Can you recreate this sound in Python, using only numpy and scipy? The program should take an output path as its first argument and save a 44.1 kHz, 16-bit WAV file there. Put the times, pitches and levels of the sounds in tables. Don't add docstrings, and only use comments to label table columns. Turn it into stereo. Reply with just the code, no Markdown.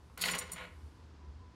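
import sys
import numpy as np
from scipy import signal
from scipy.fft import rfft, irfft
from scipy.io import wavfile
from scipy.ndimage import uniform_filter1d

SR = 44100
rng = np.random.default_rng(int(sys.argv[2]) if len(sys.argv) > 2 else 0)


def dump_mix(stems):
    frames = np.atleast_2d(stems).T
    limited = np.clip(frames, -1, 1)
    pcm = np.round(limited * 32767).astype(np.int16)
    wavfile.write(sys.argv[1], SR, pcm)


N = 68355


def undb(db):
    return 10 ** (np.asarray(db) / 20)


def unit(x):
    return x / np.sqrt(np.mean(x ** 2))


def curve(points):
    return undb(np.interp(np.arange(N) / SR, *np.array(points).T, left=-np.inf, right=-np.inf))


def held(points):
    return undb(np.interp(np.arange(N) / SR, *np.array(points).T))


def walk(rate):
    span = max(int(SR / rate), 2)
    steps = rng.standard_normal(N)[np.arange(N) // span]
    return 1.663 * uniform_filter1d(uniform_filter1d(steps, span), span)


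def tone(hz, waver, rate=12):
    return np.sqrt(2) * np.sin(2 * np.pi * hz * np.arange(N) / SR + waver * walk(rate))


def convolve(x, response):
    return signal.fftconvolve(x, response)[:N]


def colour(points, size=4096):
    hz, db = np.array(points).T
    gain = undb(np.interp(np.log(np.fft.rfftfreq(size, 1 / SR) + 1), np.log(hz), db))
    cepstrum = irfft(np.log(gain))
    cepstrum[1:size // 2] *= 2
    cepstrum[size // 2 + 1:] = 0
    response = irfft(np.exp(rfft(cepstrum)))
    return response / np.linalg.norm(response)


def cut(x, hz, kind, order):
    return signal.sosfilt(signal.butter(order, hz, kind, fs=SR, output="sos"), x)


def add(out, start, x):
    i = int(start * SR)
    out[i:i + len(x)] += x[:N - i]


def favour(hz, centre, octaves):
    return -10 * np.log10(1 + (np.log2(hz / centre) / octaves) ** 2)


def ring(modes):
    t = np.arange(SR // 2) / SR
    return sum(rng.choice([-1, 1]) * undb(db) * np.sin(2 * np.pi * hz * t) * 1000 ** (-t / t60)
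               for hz, db, t60 in modes)


def contact(spectrum, decay_s, rise_s=0.00058):
    t = np.arange(SR // 10) / SR
    push = (1 - np.exp(-t / rise_s)) * np.exp(-t / decay_s)
    burst = convolve(np.sign(rng.standard_normal(len(t))) * push, colour(spectrum))
    return burst / np.linalg.norm(burst)


def friction(levels, spectrum, rough_db, catches_per_s=9000, judder_hz=220.53):
    catches = (rng.random(N) < catches_per_s / SR) * rng.standard_normal(N)
    bunched = unit(catches * undb(rough_db * walk(judder_hz)))
    return convolve(bunched * curve(levels), colour(spectrum))


# (frequency [Hz], relative level [dB])
AIR_SPECTRUM = [(25, -14), (60, 1), (119, -13), (170, -19.5), (253, -21.5), (380, -25.5), (614, -33.5),
                (1000, -32), (1500, -36.5), (2300, -42.5), (5000, -45), (7600, -53.5), (10000, -66.5),
                (13000, -86.5), (16000, -96)]
HISS_SPECTRUM = [(3000, -14), (7000, -9.5), (9700, -7.5), (13000, -15.5), (16000, -30.5)]
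# (time [s], level [dB])
AIR_LEVELS = [(0, -59.5), (.5, -62.5), (.9, -58), (1.55, -59.5)]
HISS_LEVELS = [(0, -81.5), (.2, -77), (.65, -77), (.85, -77), (1.0, -83), (1.15, -90)]
def room_tone():
    air = convolve(rng.standard_normal(N), colour(AIR_SPECTRUM))
    hiss = held(HISS_LEVELS) * convolve(rng.standard_normal(N), colour(HISS_SPECTRUM))
    upper_air = held(AIR_LEVELS) * unit(cut(air, 96.4, "high", order=4))
    return upper_air + undb(-70) * unit(air) + hiss


# (time [s], level [dB])
HUM_LEVELS = [(0, -58), (.2, -61), (.35, -66.5), (.47, -52), (.56, -67), (.71, -62), (.765, -52),
              (.795, -53.5), (.85, -46), (.94, -62), (1.05, -56), (1.19, -57), (1.29, -46.5), (1.35, -52.5),
              (1.41, -52), (1.55, -63.5)]
WHINE_LEVELS = [(0, -78.5), (.9, -78), (1.17, -80.5), (1.25, -63), (1.33, -88.5), (1.43, -69),
                (1.55, -73.5)]
def room_hum():
    hum = held(HUM_LEVELS) * tone(hz=76.4, waver=0.8)
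    mains = undb(-63.5 + 2 * walk(7.9)) * tone(hz=58.6, waver=0.62)
    whine = held(WHINE_LEVELS) * undb(2.5 * walk(30.15)) * tone(hz=999.4, waver=0.95, rate=86)
    return hum + mains + whine


def room_reverb(x, level_db=-11, delay_s=0.0027, split_hz=2600, low_t60_s=0.526, high_t60_s=0.182):
    t = np.arange(SR // 2) / SR
    noise = rng.standard_normal(len(t)) * (t > delay_s)
    tail = sum(cut(noise, split_hz, kind, order=1) * 1000 ** (-t / t60)
               for kind, t60 in (("low", low_t60_s), ("high", high_t60_s)))
    return undb(level_db) * convolve(x, tail / np.linalg.norm(tail))


# (time [s], level [dB])
THRUM_LEVELS = [(.17, -81), (.205, -55.5), (.25, -52.5), (.30, -48.5), (.36, -48.5), (.395, -68),
                (.45, -58), (.49, -70), (.545, -52), (.58, -67), (.62, -57.5), (.72, -66), (.8, -87.5)]
def table_thrum():
    return curve(THRUM_LEVELS) * tone(hz=176, waver=0.91)


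# (frequency [Hz], relative level [dB])
TABLE_MODES = [(430, -3), (494, -7), (630, -11), (880, -3.5), (962, -14), (1092, -2), (1508, -3.5),
               (1920, -10.5), (1995, -9.5), (2160, -5), (2250, -10), (2740, -22.5), (2902, -2.5), (3817, 2),
               (4478, 1.5)]
def table_ring(contacts, t60_at_1khz_s=0.169):
    modes = [(hz, db, t60_at_1khz_s * (1000 / hz) ** 0.29) for hz, db in TABLE_MODES]
    return undb(-44.5) * convolve(contacts, ring(modes))


# (time [s], level [dB])
SLIDE_LEVELS = [(.56, -51), (.571, -47.5), (.588, -50), (.607, -46), (.635, -48), (.67, -55.5), (.71, -71),
                (.78, -99.5)]
# (frequency [Hz], relative level [dB])
BOX_SPECTRUM = [(100, -33), (250, -4.5), (350, -27), (470, 1), (800, -6.5), (1100, -2.5), (1700, -2),
                (2230, 1), (2800, -4.5), (3900, -11), (5040, -27), (12000, -28), (16000, -72)]
def box_slide():
    return friction(SLIDE_LEVELS, BOX_SPECTRUM, rough_db=1.2)


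# (time [s], level [dB])
SCRAPE_LEVELS = [(.175, -42.5), (.18, -56), (.204, -51), (.22, -50.5), (.255, -42.5), (.275, -41.5),
                 (.295, -45), (.325, -44), (.36, -41), (.385, -50), (.425, -49), (.455, -56.5),
                 (.485, -56.5), (.53, -54.5), (.6, -60.5)]
# (frequency [Hz], relative level [dB])
WOOD_SPECTRUM = [(60, -20.5), (110, -8), (220, -5), (350, -10.5), (490, -2), (750, -9), (1100, -5.5),
                 (1700, -6.5), (2050, -3.5), (3000, -9.5), (4450, -14), (6090, -17.5), (9660, -32.5),
                 (15000, -51)]
def handle_scrape():
    return friction(SCRAPE_LEVELS, WOOD_SPECTRUM, rough_db=2)


# (time [s], relative level [dB], contact decay [s], favoured frequency [Hz])
WOOD_KNOCKS = [(0.098, -29, 0.0023, 940), (0.1753, -16, 0.0065, 1150), (0.2161, -4.5, 0.021, 3900),
               (.2368, -9, 0.00353, 853), (.2378, 2.5, 0.00298, 2949), (0.2414, -7, 0.0011, 2846),
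               (.2565, -1.5, .0035, 2132), (0.2827, 1, 0.012, 3343), (0.2877, -1.5, .004, 2000),
               (0.294, -9.5, 0.0025, 1100), (0.3349, -2.5, 0.0073, 1900), (.3400, -11, 0.0217, 1055),
               (0.358, -13, 0.013, 1300), (.4125, -10, 0.0091, 1923), (.5680, -20, 0.0069, 2170),
               (0.5802, -13, 0.0082, 2145)]
def wood_knocks():
    out = np.zeros(N)
    for start, db, decay_s, centre in WOOD_KNOCKS:
        spectrum = [(hz, level + 2 * favour(hz, centre, octaves=0.784)) for hz, level in WOOD_SPECTRUM]
        add(out, start, undb(db - 8) * contact(spectrum, decay_s))
    return out


# (frequency [Hz], relative level [dB], t60 [s])
BLADE_MODES = [(4404, -9, .12), (5690, -12, 0.116), (5800, -19.5, 0.072), (6899, -0.5, .04),
               (7091, 1, .046), (7037, -13, 0.15), (7690, -13.5, 0.064), (8396, 0, 0.037),
               (8573, -12, 0.0907), (9405, -3, 0.027), (9525, 2, 0.055), (9480, -5, 0.0404),
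               (9684, -1.5, .04), (10855, -1.5, 0.03), (11200, -9.5, .029), (12370, -4, .04),
               (13283, -10.5, 0.035), (13940, -7, .04), (15580, -13, .04)]
# (time [s], level [dB])
RATTLE_LEVELS = [(.25, -62), (.315, -48), (.34, -51.5), (.358, -52), (.38, -63.5), (.422, -55.5),
                 (.44, -74.5)]
def blade_rattle(bounces_per_s=1200, centre_hz=6155):
    bounces = (rng.random(N) < bounces_per_s / SR) * rng.choice([-1, 1], N)
    steel = ring([(hz, db + 2 * favour(hz, centre_hz, octaves=0.42), t60) for hz, db, t60 in BLADE_MODES])
    return convolve(unit(bounces) * curve(RATTLE_LEVELS), steel / np.linalg.norm(steel))


# (time [s], level [dB])
SKID_LEVELS = [(.175, -78), (.18, -57.5), (.196, -56.5), (.207, -51), (.216, -33.5), (.228, -41),
               (.244, -43.5), (.256, -39.5), (.272, -43.5), (.288, -42), (.305, -49.5), (.335, -52),
               (.36, -47), (.375, -65.5), (.43, -73)]
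# (frequency [Hz], relative level [dB])
EDGE_SPECTRUM = [(1500, -35.5), (3300, -6.5), (4400, 8.5), (5300, -3.5), (6100, -11.5), (6800, 3),
                 (7700, -4), (9500, -2.5), (11500, -1.5), (12200, -4), (12800, -2), (14500, -16),
                 (16000, -12.5)]
def blade_skid():
    hiss = friction(SKID_LEVELS, EDGE_SPECTRUM, rough_db=2)
    return hiss + undb(-40) * convolve(hiss, ring(BLADE_MODES))


# (time [s], relative level [dB], favoured frequency [Hz], click offset [dB])
BLADE_TAPS = [(0.1769, -26, 13120, 17.5), (.2105, -15, 8500, 3), (0.2178, -10, 11830, 13),
              (0.2173, -14.5, 4600, -1), (0.2247, -13, 8000, 6.5), (0.2521, -12, 12000, -1),
              (.2565, -13.5, 8500, 4.5), (0.284, -13.5, 5000, 1.5), (0.3108, -6.5, 8000, -14),
              (0.3151, -5, 9000, -7.5), (0.3513, -13.5, 12000, 6), (0.3825, -6, 9680, -18),
              (.3877, 1, 7200, -3), (.3945, -6, 11500, -6.5), (0.5161, -16, 9900, -12),
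              (.5195, -6, 10600, -16.5), (0.5248, -9.5, 8430, -24), (0.5334, -10, 9000, -12.5)]
def blade_taps():
    out = np.zeros(N)
    for start, db, centre, click_db in BLADE_TAPS:
        scatter_db = 1.5 * rng.standard_normal(len(BLADE_MODES))
        modes = [(hz, level + scatter + favour(hz, centre, octaves=0.42), t60)
                 for (hz, level, t60), scatter in zip(BLADE_MODES, scatter_db)]
        add(out, start, undb(db - 35) * ring(modes))
        spectrum = [(hz, level + favour(hz, centre, octaves=0.43)) for hz, level in EDGE_SPECTRUM]
        add(out, start, undb(db + click_db - 15.5) * contact(spectrum, decay_s=0.00096))
    return out


def scene():
    steel = blade_taps() + blade_skid() + blade_rattle()
    wood = handle_scrape() + box_slide() + wood_knocks()
    close = steel + wood + table_ring(wood)
    at_microphone = close + table_thrum() + room_reverb(close) + room_hum() + room_tone()
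    return np.tile(at_microphone, (2, 1))


def record(dry):
    return signal.sosfilt(signal.ellip(10, .2, 80, 15750, fs=SR, output="sos"), dry)


dry = scene()
out = record(dry)
dump_mix(out)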